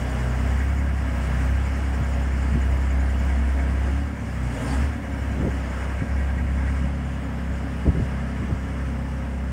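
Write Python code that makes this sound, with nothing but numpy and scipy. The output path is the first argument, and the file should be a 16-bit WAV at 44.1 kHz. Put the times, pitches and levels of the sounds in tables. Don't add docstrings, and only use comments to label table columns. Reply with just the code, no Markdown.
import sys
import numpy as np
from scipy import signal
from scipy.fft import rfft, irfft, next_fast_len
from scipy.io import wavfile
from scipy.ndimage import uniform_filter1d, map_coordinates

SR = 44100
rng = np.random.default_rng(int(sys.argv[2]) if len(sys.argv) > 2 else 0)


def volts(x):
    e = np.asarray(x, float) / 20
    return 10 ** e


def inscribe(sig):
    pcm = np.round(np.clip(np.atleast_2d(sig).T, -1, 1) * 32767)
    wavfile.write(sys.argv[1], SR, pcm.astype(np.int16))


N = 419830


def unit(x):
    return x / np.sqrt(np.mean(x ** 2) + 1e-20)


def along(points, hz):
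    f, v = np.transpose(points)
    return np.interp(np.log(hz + 1), np.log(f + 1), v)


def curves(rows):
    s, *cols = np.transpose(rows)
    return [np.interp(np.arange(N) / SR, s, c) for c in cols]


def bump(s, db, half_s):
    return db * np.exp(-((np.arange(N) / SR - s) / half_s) ** 2)


def wobble(rate):
    steps = np.arange(0, N + 64, 64)
    knots = rng.standard_normal(int(N * 40 / SR) + 4)
    smooth = map_coordinates(knots, [steps * min(rate, 40) / SR])
    return np.interp(np.arange(N), steps, smooth)


def coloured(x, gain):
    m = next_fast_len(len(x) + 8192)
    spectrum = rfft(x, m) * gain(np.fft.rfftfreq(m, 1 / SR))
    return unit(irfft(spectrum, m)[:len(x)])


def rush(spectrum, patchy_db, peaks=(), ripple_db=.9):
    z = signal.stft(rng.standard_normal(N), nperseg=512)[2]
    field = uniform_filter1d(rng.standard_normal(z.shape), size=6, axis=0)
    field = uniform_filter1d(field, size=14, axis=1)
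    noise = signal.istft(z * volts(patchy_db * unit(field)), nperseg=512)[1][:N]
    ripple = rng.standard_normal(400)

    def gain(hz):
        humps = sum(db / (1 + (2 * (hz - c) / w) ** 2) for c, w, db in peaks)
        fine = ripple_db * np.interp(hz, np.linspace(0, SR / 2, len(ripple)), ripple)
        return volts(along(spectrum, hz) + humps + fine)

    return coloured(noise, gain)


def orders(table, angle, unsteady_db, drift):
    total = 0
    for k, db in table:
        level = volts(db + unsteady_db * wobble(7)) * np.sqrt(2)
        phase = k * angle + drift * np.sqrt(k) * wobble(9) + rng.uniform(0, 2 * np.pi)
        total = total + level * np.sin(phase)
    return total


def firing_rate():
    # (time [s], firing rate [Hz])
    speed = [(0, 62.8), (.3, 62.5), (.78, 69.2), (1.32, 63), (1.65, 67.6), (2.25, 65.9), (3.86, 66.4),
             (4.08, 72), (4.6, 58), (4.9, 73), (5.05, 67.2), (5.4, 67.2), (5.75, 64.6), (6.12, 67.8),
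             (6.65, 66.9), (6.96, 69.7), (7.25, 66.8), (9.52, 66.7)]
    return uniform_filter1d(curves(speed)[0], size=4000)


def exhaust():
    # times [s], and the view heard then [0 behind, 1 exhaust side, 2 side on, 3 cab side]
    turn_s = [.45, .8, 3.9, 4.6, 6, 6.9]
    turn_view = [0, 1, 1, 2, 2, 3]
    # (time [s], firing tone level [dB])
    mouth = [(0, -27), (.37, -24.5), (.53, -20.5), (1.0, -25), (1.53, -20.5), (1.8, -23), (2.5, -21.5),
             (3.94, -21), (4.3, -29), (4.47, -25), (4.83, -20), (5.1, -28.5), (5.27, -26), (6.0, -29),
             (6.15, -23), (6.7, -24.5), (7.08, -30.5), (7.5, -28.5)]
    # (time [s], loss [dB], half length [s])
    fuel_cuts = [
        (4.162, 7, 0.11),
        (4.62, 10, 0.11),
        (4.986, 10, 0.081),
        (6.057, 10, 0.029),
    ]
    # (time [s], third order level [dB])
    uneven = [(0, -40), (.6, -33.5), (.75, -33.5), (1.6, -32), (1.8, -36.5), (3.2, -35.5), (3.5, -52),
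              (3.75, -35.5), (6.9, -37.5), (7.1, -41)]
    fourth = [-46.5, -45, -48.5, -39.5]
    # (multiple of shaft speed [1], level in each of the four views [dB])
    orders_seen = [(1, -65, -95, -60, -78), (5, -45, -41, -42, -40), (6, -47, -44.5, -44.5, -40.5),
                   (7, -44, -43.5, -46.5, -40.5), (8, -45, -44.5, -46, -43), (9, -55, -48, -53.5, -57.5),
                   (10, -74, -64.5, -51, -59), (11, -56, -51.5, -53, -56), (12, -49, -66, -57.5, -58.5),
                   (13, -70, -61, -58.5, -54), (14, -49.5, -56, -53.5, -62), (16, -54, -63, -49.5, -52.5),
                   (18, -60, -75, -52, -57), (20, -47, -52.5, -54.5, -57), (21, -52, -51, -51, -57)]
    blade = [-58, -51, -52, -52.5]
    drone_seen = [-35.5, -37, -34.5, -37.5]
    # (time [s], gain [dB], half length [s])
    booms = [
        (1.05, 2.5, .25),
        (4.68, 5.5, .15),
        (5.25, 2.5, .1),
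        (5.8, -3, .25),
        (6.9, -2, .2),
    ]
    # (frequency [Hz], density [dB per Hz])
    silencer = [(50, -37), (80, 5), (130, 7), (200, 2), (228, 12.5), (250, 2), (276, 10.5), (305, -6),
                (340, -17), (450, -44)]

    rate = firing_rate()
    angle = np.cumsum(rate) * np.pi / SR
    droop = np.clip(66.5 - rate, 0, None)
    view = np.interp(np.arange(N) / SR, turn_s, turn_view)
    seen = lambda db: np.interp(view, range(len(db)), db)
    cut_db = sum(bump(*cut) for cut in fuel_cuts)

    firing = orders([(1.999, curves(mouth)[0] - cut_db)], angle, unsteady_db=1.0, drift=0.046)
    third_db = curves(uneven)[0] - .5 * cut_db + 0.52 * wobble(2.73)
    lug_db_per_hz, lug_top_db = 4, 15.5
    lug_db = np.minimum(lug_db_per_hz * droop, lug_top_db)
    fourth_db = seen(fourth) + lug_db - 0.47 * cut_db + 3 * wobble(3.6)
    low = firing + orders([(3, third_db), (4, fourth_db)], angle, unsteady_db=1.3, drift=.08)

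    smear_half_db, smear_hz_per_s = 5, 36
    racing = uniform_filter1d(np.abs(np.gradient(rate)) * SR, size=4000)
    smear_db = 2 * smear_half_db * racing / (racing + smear_hz_per_s)
    upper = [(round(k), seen(db) - smear_db * (k > 8)) for k, *db in orders_seen]
    high = orders(upper, angle, unsteady_db=1.8, drift=.09)

    blade_phase = 2 * np.pi * np.cumsum(566 + 4 * wobble(5)) / SR
    blades = volts(seen(blade) + 1.6 * wobble(6)) * np.sqrt(2) * np.sin(blade_phase)
    drone_db = seen(drone_seen) + sum(bump(*boom) for boom in booms) + 0.17 * wobble(2.2)
    drone = volts(drone_db) * rush(silencer, patchy_db=-0.5)
    return low + high + drone + blades


def engine_bay():
    # (time [s], roar level [dB])
    effort = [(.1, -34.5), (.48, -34.5), (.58, -36), (.9, -38.5), (1.36, -33.5), (1.55, -36), (3.95, -37),
              (4.1, -40.5), (4.63, -34.5), (4.83, -33.5), (4.95, -40), (5.83, -35.5), (6.0, -38.5),
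              (6.5, -39), (6.76, -36.5), (6.95, -39), (8.2, -38), (9.52, -40.5)]
    # (frequency [Hz], density [dB per Hz])
    roar_spectrum = [(180, -11), (300, -5), (500, -6), (610, -6), (1090, -6.5), (1400, -6.5), (2000, -10),
                     (2300, -12), (2600, -14.5), (3300, -20.5), (3900, -29.5), (5400, -34), (9200, -120)]
    # (frequency [Hz], width [Hz], gain [dB])
    panels = [(540, 72, 4.5), (760, 36, 3), (854, 39, 4.5), (945, 14, 7.5), (1610, 40, 7.5), (1755, 54, 5),
              (1935, 110, 2.5), (2065, 27, 6), (2197, 49, 4), (2906, 93, 7), (3210, 53, 0.5)]
    # (frequency [Hz], density [dB per Hz])
    hiss_spectrum = [(2100, -42), (3600, -12), (4050, -8), (4500, -2.5), (5200, 2), (6300, -2), (7000, -3),
                     (8000, -1), (9300, -3.5), (10100, -9), (11100, -17.5), (12500, -32), (20000, -120)]
    # (frequency [Hz], width [Hz], gain [dB])
    hose_rings = [(6970, 450, 3), (8500, 400, -1), (9350, 400, 2)]
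    # (frequency [Hz], density [dB per Hz])
    air_spectrum = [(10500, -44), (11700, -20), (12800, 1), (14500, -1), (16000, 1)]
    # (time [s], depth [0-1])
    flutter = [(0, .12), (.9, .22), (1.5, .33), (2.4, .42), (3.7, .28), (4.1, .05), (9.52, .05)]

    t = np.arange(N) / SR
    roar_db = curves(effort)[0] + 0.2 * wobble(9)
    strain_db = roar_db + 37
    hiss_db = -54 + 1.23 * strain_db - 0.18 * t + .4 * wobble(6)
    belt_slip_db = bump(.63, 7, .03)
    air_db = -62 + 1.2 * strain_db - 0.66 * t + belt_slip_db

    roar = rush(roar_spectrum, patchy_db=-0.76, peaks=panels)
    hiss = rush(hiss_spectrum, patchy_db=1.4, peaks=hose_rings) * volts(.7 * wobble(24))
    beat_s, beat_period_s = 2.491, .05455
    beat = 1 + curves(flutter)[0] * np.cos(2 * np.pi * (t - beat_s) / beat_period_s)
    air = rush(air_spectrum, patchy_db=1.5) * beat * volts(1.1 * wobble(8))
    return volts(roar_db - 1.05) * roar + volts(hiss_db) * hiss + volts(air_db) * air


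def pump():
    # (time [s], housing knock level [dB], valve chirp level [dB])
    strokes = [(0, -68, -54), (.6, -37, -49), (1.2, -46, -64), (1.8, -42, -51.5), (3.1, -44, -51),
               (3.6, -39.5, -57), (4.2, -49, -64), (5.2, -41, -52), (5.6, -46, -52), (6.1, -39.5, -62),
               (6.7, -40, -62), (7.1, -61, -55), (8, -58, -66), (9.52, -64, -73)]
    # (frequency [Hz], density [dB per Hz])
    housing = [(900, -5), (1400, -6), (2000, -1), (2500, -7.5), (3200, -33), (5000, -31), (9000, -23),
               (11000, -60)]
    # (frequency [Hz], width [Hz], gain [dB])
    housing_rings = [(1610, 110, 13), (1910, 60, 11), (2215, 90, 11)]

    knock_db, chirp_db = curves(strokes)
    first_s, period_s = .017, .09642
    lap = (np.arange(N) / SR - first_s) / period_s + .25
    since = (lap % 1) * period_s
    luck = rng.standard_normal((int(lap[-1]) + 1, 3))[lap.astype(int)].T
    swell = lambda centre, width: np.exp(-((since - centre) / width) ** 2)
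    rattle = rush(housing, patchy_db=.7, peaks=housing_rings)
    knock = volts(knock_db - .5 + 1.4 * luck[0]) * (.3 + .7 * swell(0.038, 0.023)) * rattle
    pitch = 7000 + 70 * luck[1] + 1400 * uniform_filter1d(rng.standard_normal(N), size=60)
    tone = np.sin(2 * np.pi * np.cumsum(pitch) / SR)
    chirp = volts(chirp_db - 1.5 + 2.4 * luck[2]) * swell(0.025, 0.011) * tone
    return knock + chirp


def relief_valve():
    # (time [s], level [dB])
    relief = [
        (4.2, -83),
        (4.4, -62),
        (4.58, -44),
        (4.64, -35.5),
        (4.74, -37),
        (4.84, -49),
        (4.92, -90),
    ]
    # (frequency [Hz], density [dB per Hz])
    jet = [(250, -42), (450, 4.5), (850, -9.5), (1200, -41), (3000, -21.5), (4500, -22.5), (9300, -17.5),
           (11000, -36), (16000, -44)]
    # (frequency [Hz], width [Hz], gain [dB])
    jet_rings = [(638, 47, 10), (830, 76, 12), (3260, 65, 14.5), (4220, 60, 8), (4590, 97, 10)]
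    return volts(curves(relief)[0] + 2.6 * wobble(40)) * rush(jet, patchy_db=-4.0, peaks=jet_rings)


def slewing_motor():
    # (time [s], frequency [Hz], level [dB])
    whine = [
        (1.3, 4500, -92),
        (2.2, 4492, -75),
        (3.3, 4480, -71),
        (4.1, 4452, -77),
        (4.4, 4466, -95),
    ]
    hz, db = curves(whine)
    phase = 2 * np.pi * np.cumsum(hz + 12 * wobble(30)) / SR
    return volts(db + 3.0 * wobble(3.8)) * np.sin(phase)


def wind():
    # (start [s], length [s], level [dB], top frequency [Hz])
    puffs = [(1.68, 0.053, -38, 89.5), (2.006, 0.022, -22.5, 351.8), (2.519, 0.04, -24, 199.8),
             (2.551, 0.031, -23.5, 460), (2.698, 0.11, -34, 100), (3.86, 0.066, -33, 400),
             (4.498, 0.029, -35, 160), (5.358, 0.036, -27, 300), (5.396, 0.052, -23.5, 420),
             (5.443, 0.047, -21, 540), (6.016, 0.021, -19.5, 220), (6.349, 0.11, -32, 110.7),
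             (6.799, 0.078, -29, 250), (7.47, 0.1, -35, 129.4), (7.851, 0.046, -19.5, 546),
             (7.872, 0.037, -13.5, 120), (7.94, 0.048, -24.5, 400), (7.982, 0.028, -21.5, 390),
             (8.006, 0.037, -20.5, 139), (8.393, 0.049, -27.5, 300), (8.485, 0.031, -26.5, 393),
             (8.519, 0.026, -20, 198.5), (9.47, 0.052, -44, 120)]
    # (frequency [Hz], density [dB per Hz])
    rumble_spectrum = [(15, -14), (30, 2), (45, 10), (80, 6), (160, 0), (300, -69)]

    out, t = np.zeros(N + SR), np.arange(6000) / SR
    all_eddies = rng.standard_normal((len(puffs), len(t)))
    for (s, length, db, top_hz), eddies in zip(puffs, all_eddies):
        gate = np.clip(np.minimum(t / 0.0055, (length - t) / 0.014 + .5), 0, 1)

        def gain(hz):
            high_pass = hz ** 3 / (hz ** 3 + 62 ** 3)
            return high_pass / (1 + hz / 140) / (1 + (hz / top_hz) ** 4)

        puff = coloured(eddies, gain)
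        loudness = np.sqrt(np.mean(puff[gate > .5] ** 2))
        out[round(s * SR):][:len(t)] += volts(db) * gate * puff / loudness
    rumble_db = -47.5 + 1.5 * wobble(2) + 2.5 * wobble(14)
    rumble = volts(rumble_db) * rush(rumble_spectrum, patchy_db=1.5)
    port_top = .34
    return port_top * np.tanh(out[:N] / port_top) + rumble


def scene():
    mix = exhaust() + engine_bay() + pump() + relief_valve() + slewing_motor() + wind()
    return mix[None]


def band_limit(x):
    return signal.sosfilt(signal.butter(12, 16470, fs=SR, output="sos"), x)


def record(dry):
    top_hz = 15740
    m = next_fast_len(N + 8192)
    passed = np.fft.rfftfreq(m, 1 / SR) < top_hz
    kept = irfft(rfft(dry, m) * passed, m)[:, :N]
    return band_limit(kept)


dry = scene()
out = record(dry)
inscribe(out)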